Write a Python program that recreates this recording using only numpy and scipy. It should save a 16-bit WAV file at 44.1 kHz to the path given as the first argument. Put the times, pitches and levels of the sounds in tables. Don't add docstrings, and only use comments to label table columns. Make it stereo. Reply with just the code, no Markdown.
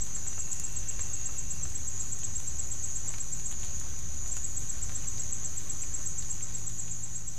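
import sys
import numpy as np
from scipy import signal
from scipy.fft import rfft, irfft, next_fast_len
from scipy.io import wavfile
from scipy.ndimage import uniform_filter1d, map_coordinates

SR = 44100
rng = np.random.default_rng(int(sys.argv[2]) if len(sys.argv) > 2 else 0)


def boost_factor(decibels):
    exponent = np.asarray(decibels, float) / 20
    return 10 ** exponent


def dump_mix(stems):
    frames = np.atleast_2d(stems).T
    limited = np.clip(frames, -1, 1)
    pcm = np.round(limited * 32767).astype(np.int16)
    wavfile.write(sys.argv[1], SR, pcm)


N = 325458

# [f/Hz, density/dB per Hz]
ROAD_SPECTRUM = [(12, -24), (25, 0.5), (40, 2.5), (65, -0.5), (110, -5), (160, -9.5), (200, -15),
                 (270, -18), (400, -27), (700, -30), (1200, -120)]
# [f/Hz, density/dB per Hz]
AIR_SPECTRUM = [(150, -18), (300, -1.5), (650, -5.5), (1470, -6.5), (3560, -8.5), (4720, -7.5), (5550, -4),
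                (5680, -10), (5780, 2.5), (5950, 8), (6150, 6), (6400, -36.5), (7000, -120)]
# [f/Hz, density/dB per Hz]
HISS_SPECTRUM = [(6000, -120), (6900, -13), (7250, 2), (7500, -5.5), (7900, -5), (8760, -10),
                 (10700, -16.5), (14300, -19), (15000, -19.5), (15300, -68)]
# [f/Hz, likeness 0..1]
EAR_LIKENESS = [(20, 0.39), (60, 0.82), (160, 0.798), (280, 0.28), (500, 0.3), (1200, 0.52), (3300, 0.064),
                (6000, 0.021), (9000, 0.1), (15000, 0.3)]
# [t/s, firing f/Hz, level/dB]
IDLING_ENGINE = [
    (0, 37.4, -61),
    (1.1, 37.09, -52.5),
    (2.3, 37.34, -53),
    (3.0, 37.04, -52.5),
    (4.5, 37, -52.5),
    (5.5, 36.43, -60),
    (7.38, 36.6, -66.5),
]
# [multiple of firing f, level/dB]
IDLING_ORDERS = [(1, -7), (2, 0), (3, -2), (4, -7.5)]
# [t/s, firing f/Hz, level/dB]
PULLING_ENGINE = [
    (4.6, 49.96, -54.5),
    (5.2, 50.25, -51),
    (5.7, 50.68, -52.5),
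    (6.3, 51.6, -48.5),
    (6.9, 52.07, -45),
    (7.38, 53.05, -47),
]
# [multiple of firing f, level/dB]
PULLING_ORDERS = [(2, 0), (3, -5), (4, -19), (5, -19), (6, -18)]
# [f/Hz, spread between singers/Hz, pulse rate/Hz, pulse/ms, left-right/dB]
CHORUS_KINDS = [
    (6015, 24, 31, 20, 2.5),
    (6235, 48, 63, 10, 3),
    (6755, 165, 67, 5.5, 3),
]
# [level/dB, depth in the shared lull/dB (negative rises), own swell/dB, swell rate/Hz]
CHORUS_SWELLS = [(-54.5, 3, 3, 13), (-49.5, -1.5, 1.7, 11), (-42, 3.5, 0.8, 13)]
# (f/Hz, spread/Hz, pulse rate/Hz, pulse/ms, left-right/dB)
FAR_KIN = (7600, 49.5, 7, 39.5, -2)
# [t/ms, level/dB, f/Hz]
WING_STROKE = [(-25, -40, 7480), (-21, -20, 7510), (-17, -8.5, 7560), (-12, -1.2, 7615), (-6, -1.2, 7655),
               (-1.3, .6, 7610), (.4, -11, 7450), (2.5, -19, 7300), (6, -40, 7150)]
# [t of a stroke's stop/s, strokes so far]
STROKE_PACE = [(.0286, 0), (.1632, 1), (1.0245, 8), (1.5208, 12), (2.1373, 17), (2.6061, 21), (3.34, 27),
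               (3.4708, 28), (4.3314, 29), (4.7087, 32), (4.9672, 34), (5.2112, 36), (5.7117, 40),
               (7.291, 53)]
# [delay/ms, left level/dB, right level/dB]
TRUNK_ECHOES = [
    (0, -1.5, 1),
    (5.13, -37, -52),
    (14.036, -14, -8.5),
    (18.7, -10.5, -20),
    (27.4, -25, -19),
    (34.8, -12, -33),
    (52.6, -33.5, -15),
    (65, -20, -27),
    (72.4, -24, -30),
]
# [t/s, peak level/dB, brightness/dB, f/Hz]
LEAF_SNAPS = [(.0672, -37.5, -5, 3560), (0.266, -39, -13, 2050), (0.329, -36.5, -22, 3070),
              (0.3797, -36.5, -25, 1340), (.4759, -42.5, -14, 1640), (0.9937, -30.5, -11, 2160),
              (1.2918, -38, -23, 1320), (1.654, -38.5, -9, 1530), (1.7193, -40, -12, 2630),
              (2.4023, -37, -1.5, 2910), (3.1055, -43, -16, 1110), (3.1396, -30.5, -22, 2450),
              (3.1838, -30, -15, 4520), (3.398, -33, -10, 4150), (3.5136, -34.5, 0, 2930),
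              (3.5257, -31, -9, 3640), (3.6324, -30.5, -10, 3430), (3.814, -39.5, -19, 1720),
              (4.122, -47, -12, 5500), (4.2601, -39.5, -21, 2080), (4.368, -34.5, 2, 1475),
              (4.8945, -33.5, -8, 2150), (4.9208, -38, -6, 1690), (5.0391, -39.5, -4, 2660),
              (6.88, -36, -15, 2964)]
# [t/s, peak level/dB, brightness/dB, f/Hz]
RINGING_LEAVES = [(.164, -40, -1, 1680), (.9112, -42, -6, 2710), (1.0874, -42, -2, 5400),
                  (2.2326, -40, -13, 2970), (3.6478, -35, 0, 4660), (5.1812, -31.5, -25, 4900),
                  (5.8357, -38.5, -22, 2330), (6.2248, -34, -12, 4356), (6.4087, -40, -16, 2430),
                  (6.6977, -39.5, -4, 3650)]
# [t/s, peak level/dB]
TWIG_TICKS = [(0.5304, -43), (.5685, -52), (.598, -41.5), (0.7264, -49.5), (1.3728, -55), (1.699, -52),
              (2.1884, -48.5), (2.827, -52.5), (2.9518, -55), (3.0605, -55), (3.599, -50), (3.799, -46),
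              (3.99, -51.5), (4.2768, -47.5), (5.734, -54), (6.5836, -51), (6.7829, -52)]
# [t/s, level/dB]
TRILL_LEVEL = [
    (.1, -67),
    (.35, -56),
    (.6, -54.5),
    (1.0, -55),
    (1.4, -54.5),
    (1.65, -58),
    (1.75, -84),
]
MIC_OFFSET = [
    [-.0408],
    [-.0535],
]
# [t/s, gain]
CLOSING_FADE = [(6.15, 1), (7.38, .67)]

STEP = 16
LULL_S, LULL_EVERY_S = 0.8, 0.81
SNAP_OCT, RINGER_OCT, TICK_OCT = 0.64, 0.31, 0.45
TICK_HZ, TICK_BRIGHT_DB, SNAP_PAN_DB = 5640, 12, 2.5


def unit(x):
    return x / np.sqrt(np.mean(x ** 2) + 1e-20)


def along(points, hz):
    f, v = np.transpose(points)
    return np.interp(np.log(hz + 1), np.log(f + 1), v)


def curves(rows):
    s, *cols = np.transpose(rows)
    return [np.interp(np.arange(N) / SR, s, c) for c in cols]


def wobble(rate, count=1, size=N, step=1):
    knots = rng.standard_normal((count, int(N * rate / SR) + 4))
    at = np.arange(0, N, STEP) * rate / SR
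    slow = [map_coordinates(k, [at]) for k in knots]
    wanted = np.arange(size) * step / STEP
    return np.squeeze([np.interp(wanted, np.arange(len(at)), v) for v in slow])


def filtered(x, response):
    m = next_fast_len(N + 8192)
    return irfft(rfft(x, m) * response(np.fft.rfftfreq(m, 1 / SR)), m)[..., :N]


def rush(spectrum, patchy_db):
    z = signal.stft(rng.standard_normal((2, N + 512)), nperseg=512)[2]
    field = rng.standard_normal(z.shape[1:])
    field = uniform_filter1d(uniform_filter1d(field, size=8, axis=0), size=8, axis=1)
    pair = signal.istft(z * boost_factor(patchy_db * unit(field)), nperseg=512)[1][:, :N]

    def mid_side(hz):
        turn = np.arccos(np.clip(along(EAR_LIKENESS, hz), -1, 1)) / 2
        return boost_factor(along(spectrum, hz)) * [np.cos(turn), np.sin(turn)]

    mid, side = filtered(pair, mid_side)
    return unit(np.array([mid + side, mid - side]))


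def engine(rows, orders, unsteady_db):
    hz, level_db = curves(rows)
    turn = 2 * np.pi * np.cumsum(hz * (1 + 0.005 * wobble(4))) / SR
    out = 0
    for k, db in orders:
        gain = boost_factor(level_db + 2.5 + db + unsteady_db * wobble(2.97))
        ear_phase = 6 * rng.random() + 0.14 * wobble(2.2, count=2)
        out = out + gain * np.sin(k * turn + ear_phase)
    return out


def background():
    road = boost_factor(-44 + 1.06 * wobble(1.27)) * rush(ROAD_SPECTRUM, patchy_db=-0.5)
    idling = engine(IDLING_ENGINE, IDLING_ORDERS, unsteady_db=3.5)
    pulling = engine(PULLING_ENGINE, PULLING_ORDERS, unsteady_db=0.55)
    air = boost_factor(-47.5 + 0.66 * wobble(9)) * rush(AIR_SPECTRUM, patchy_db=1.0)
    hiss = boost_factor(-51.5 + 0.49 * wobble(9.9)) * rush(HISS_SPECTRUM, patchy_db=1.7)
    return road + idling + pulling + air + hiss


def singers(hz, spread_hz, rate, pulse_ms, pan_db, count, t60, near):
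    n, sr = N // STEP + 1, SR / STEP

    def slow(knot_rate):
        return wobble(knot_rate, count=count, size=n, step=STEP).reshape(count, n)

    own_pace = .04 * rng.standard_normal((count, 1)) * (count > 1)
    pace = rate * (1 + own_pace + 0.02012 * slow(3))
    beat = (np.cumsum(pace, axis=1) / sr + rng.random((count, 1))) % 1
    duty = np.clip(rate * pulse_ms / 1000, .05, 1)
    gate = np.sin(np.pi * np.clip(beat / duty, 0, 1)) ** 2
    ranks = ((np.arange(count) + .5) * 4000 / count).astype(int)
    place = np.sort(rng.standard_normal(4000))[ranks, None]
    detune = spread_hz * (place + .3 * slow(2)) + (12 + .2 * spread_hz) * slow(30)
    song = boost_factor(4.4 * slow(5)) * gate * np.exp(2j * np.pi * np.cumsum(detune, axis=1) / sr)
    t = np.arange(int(sr / 5)) / sr
    tails = (rng.standard_normal((2, count, len(t), 2)) @ [1, 1j]) * boost_factor(-60 * t / t60)
    tails /= np.linalg.norm(tails, axis=-1, keepdims=True)
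    scattered = signal.fftconvolve(song[None], tails, axes=-1)[..., :n]
    ears = (near * song + scattered).sum(axis=1)
    power = uniform_filter1d(np.mean(np.abs(ears) ** 2, axis=0), size=500)
    ears /= np.sqrt(np.abs(power) / 2 + 1e-9)
    carrier = np.exp(2j * np.pi * hz * np.arange(N) / SR)
    heard = np.real(signal.resample_poly(ears, STEP, 1, axis=1)[:, :N] * carrier)
    return boost_factor([[pan_db / 2], [-pan_db / 2]]) * heard


def chorus():
    lull = np.cos(np.pi * (np.arange(N) / SR - LULL_S) / LULL_EVERY_S) ** 4
    out = boost_factor(-75) * singers(*FAR_KIN, count=9, t60=.3, near=0.11)
    for kind, (db, lull_db, swell_db, rate) in zip(CHORUS_KINDS, CHORUS_SWELLS):
        level_db = db - lull_db * lull + swell_db * wobble(rate)
        out = out + boost_factor(level_db + 2.5) * singers(*kind, count=24, t60=0.088, near=0.53)
    return out


def wood(x, t60):
    t = np.arange(SR // 4) / SR
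    tail = rng.standard_normal((2, len(t))) * boost_factor(-60 * t / t60)
    return signal.fftconvolve(x[None], tail / np.linalg.norm(tail[0]), axes=1)[:, :N]


def near_cricket():
    ms, level_db, hz = np.transpose(WING_STROKE)
    when, number = np.transpose(STROKE_PACE)
    stops = np.interp(np.arange(number[-1] + 1), number, when)
    chance = rng.standard_normal((len(stops), 8))
    lead = SR // 20
    dry = np.zeros(N + 2 * lead)
    t = np.arange(-lead, lead // 4) * 1000 / SR
    for s, c in zip(stops, chance):
        u = np.where(t < 0, t * (1 + 0.033 * c[0]), t)
        flutter_db = 1.15 * c[1] * np.sin(.5 * t + 3 * c[2]) + 1.06 * c[3] * np.sin(0.91 * t + 3 * c[4])
        phase = 2 * np.pi * np.cumsum(np.interp(u, ms, hz) + 10 * c[5]) / SR
        stroke_db = np.interp(u, ms, level_db, left=-120, right=-120)
        shape = boost_factor(-28 + .5 * c[7] + flutter_db + stroke_db)
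        dry[round(s * SR):][:len(t)] += shape * np.sin(phase + 9 * c[6])
    heard = 0
    for delay, left, right in TRUNK_ECHOES:
        heard = heard + boost_factor([[left], [right]]) * np.roll(dry, round(delay * SR / 1000))
    return heard[:, lead:lead + N] + boost_factor(-24.5) * wood(dry[lead:lead + N], t60=0.45)


def leaves():
    out = np.zeros((2, N + SR))
    t = np.arange(SR // 25) / SR

    def ring(hz, t60):
        return boost_factor(-60 * t / t60) * (1 - np.exp(-t * hz / 0.25)) * np.sin(2 * np.pi * hz * t)

    events = [(*row, SNAP_OCT) for row in LEAF_SNAPS]
    events += [(*row, RINGER_OCT) for row in RINGING_LEAVES]
    events += [(s, db, TICK_BRIGHT_DB, TICK_HZ, TICK_OCT) for s, db in TWIG_TICKS]
    for s, db, bright_db, hz, breadth in events:
        pan_db = SNAP_PAN_DB * rng.standard_normal()
        body = ring(hz, 2.66 / (hz * max(breadth, .08)))
        stem, rim = ring(hz / 1.8, 5 / hz), ring(hz * 1.65, 5.1 / hz)
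        body += 0.57 * breadth * (stem + rim)
        tick = ring(7080, 0.0031) + 0.51 * ring(9240, 0.0018) + .5 * ring(13500, 0.00083)
        tick *= boost_factor(bright_db + 6.5) * (1 - np.exp(-t / 0.00014))
        sparse = rng.random(len(t)) < .02
        cracks = boost_factor(-5.5 - 60 * t / 0.09) * rng.standard_normal((2, len(t))) * sparse
        cracks[:, 0] = 1
        snap = signal.fftconvolve(cracks, (body + tick)[None], axes=1)[:, :len(t)]
        pan = boost_factor([[pan_db / 2], [-pan_db / 2]])
        out[:, round(s * SR):][:, :len(t)] += boost_factor(db + 8.0) * pan * snap
    return out[:, :N]


def tree_cricket():
    level = boost_factor(curves(TRILL_LEVEL)[0] - 6.5)
    return level * singers(hz=2715, spread_hz=12, rate=73.8, pulse_ms=11.0, pan_db=0.24,
                           count=1, t60=.05, near=1.3)


def scene():
    return background() + chorus() + near_cricket() + leaves() + tree_cricket()


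def roll_off(x):
    return signal.sosfilt(signal.butter(12, 15700, fs=SR, output="sos"), x)


def record(dry):
    band = filtered(dry, lambda hz: hz < 15200)
    mix = (band + MIC_OFFSET) * curves(CLOSING_FADE)[0]
    return roll_off(mix)


dry = scene()
out = record(dry)
dump_mix(out)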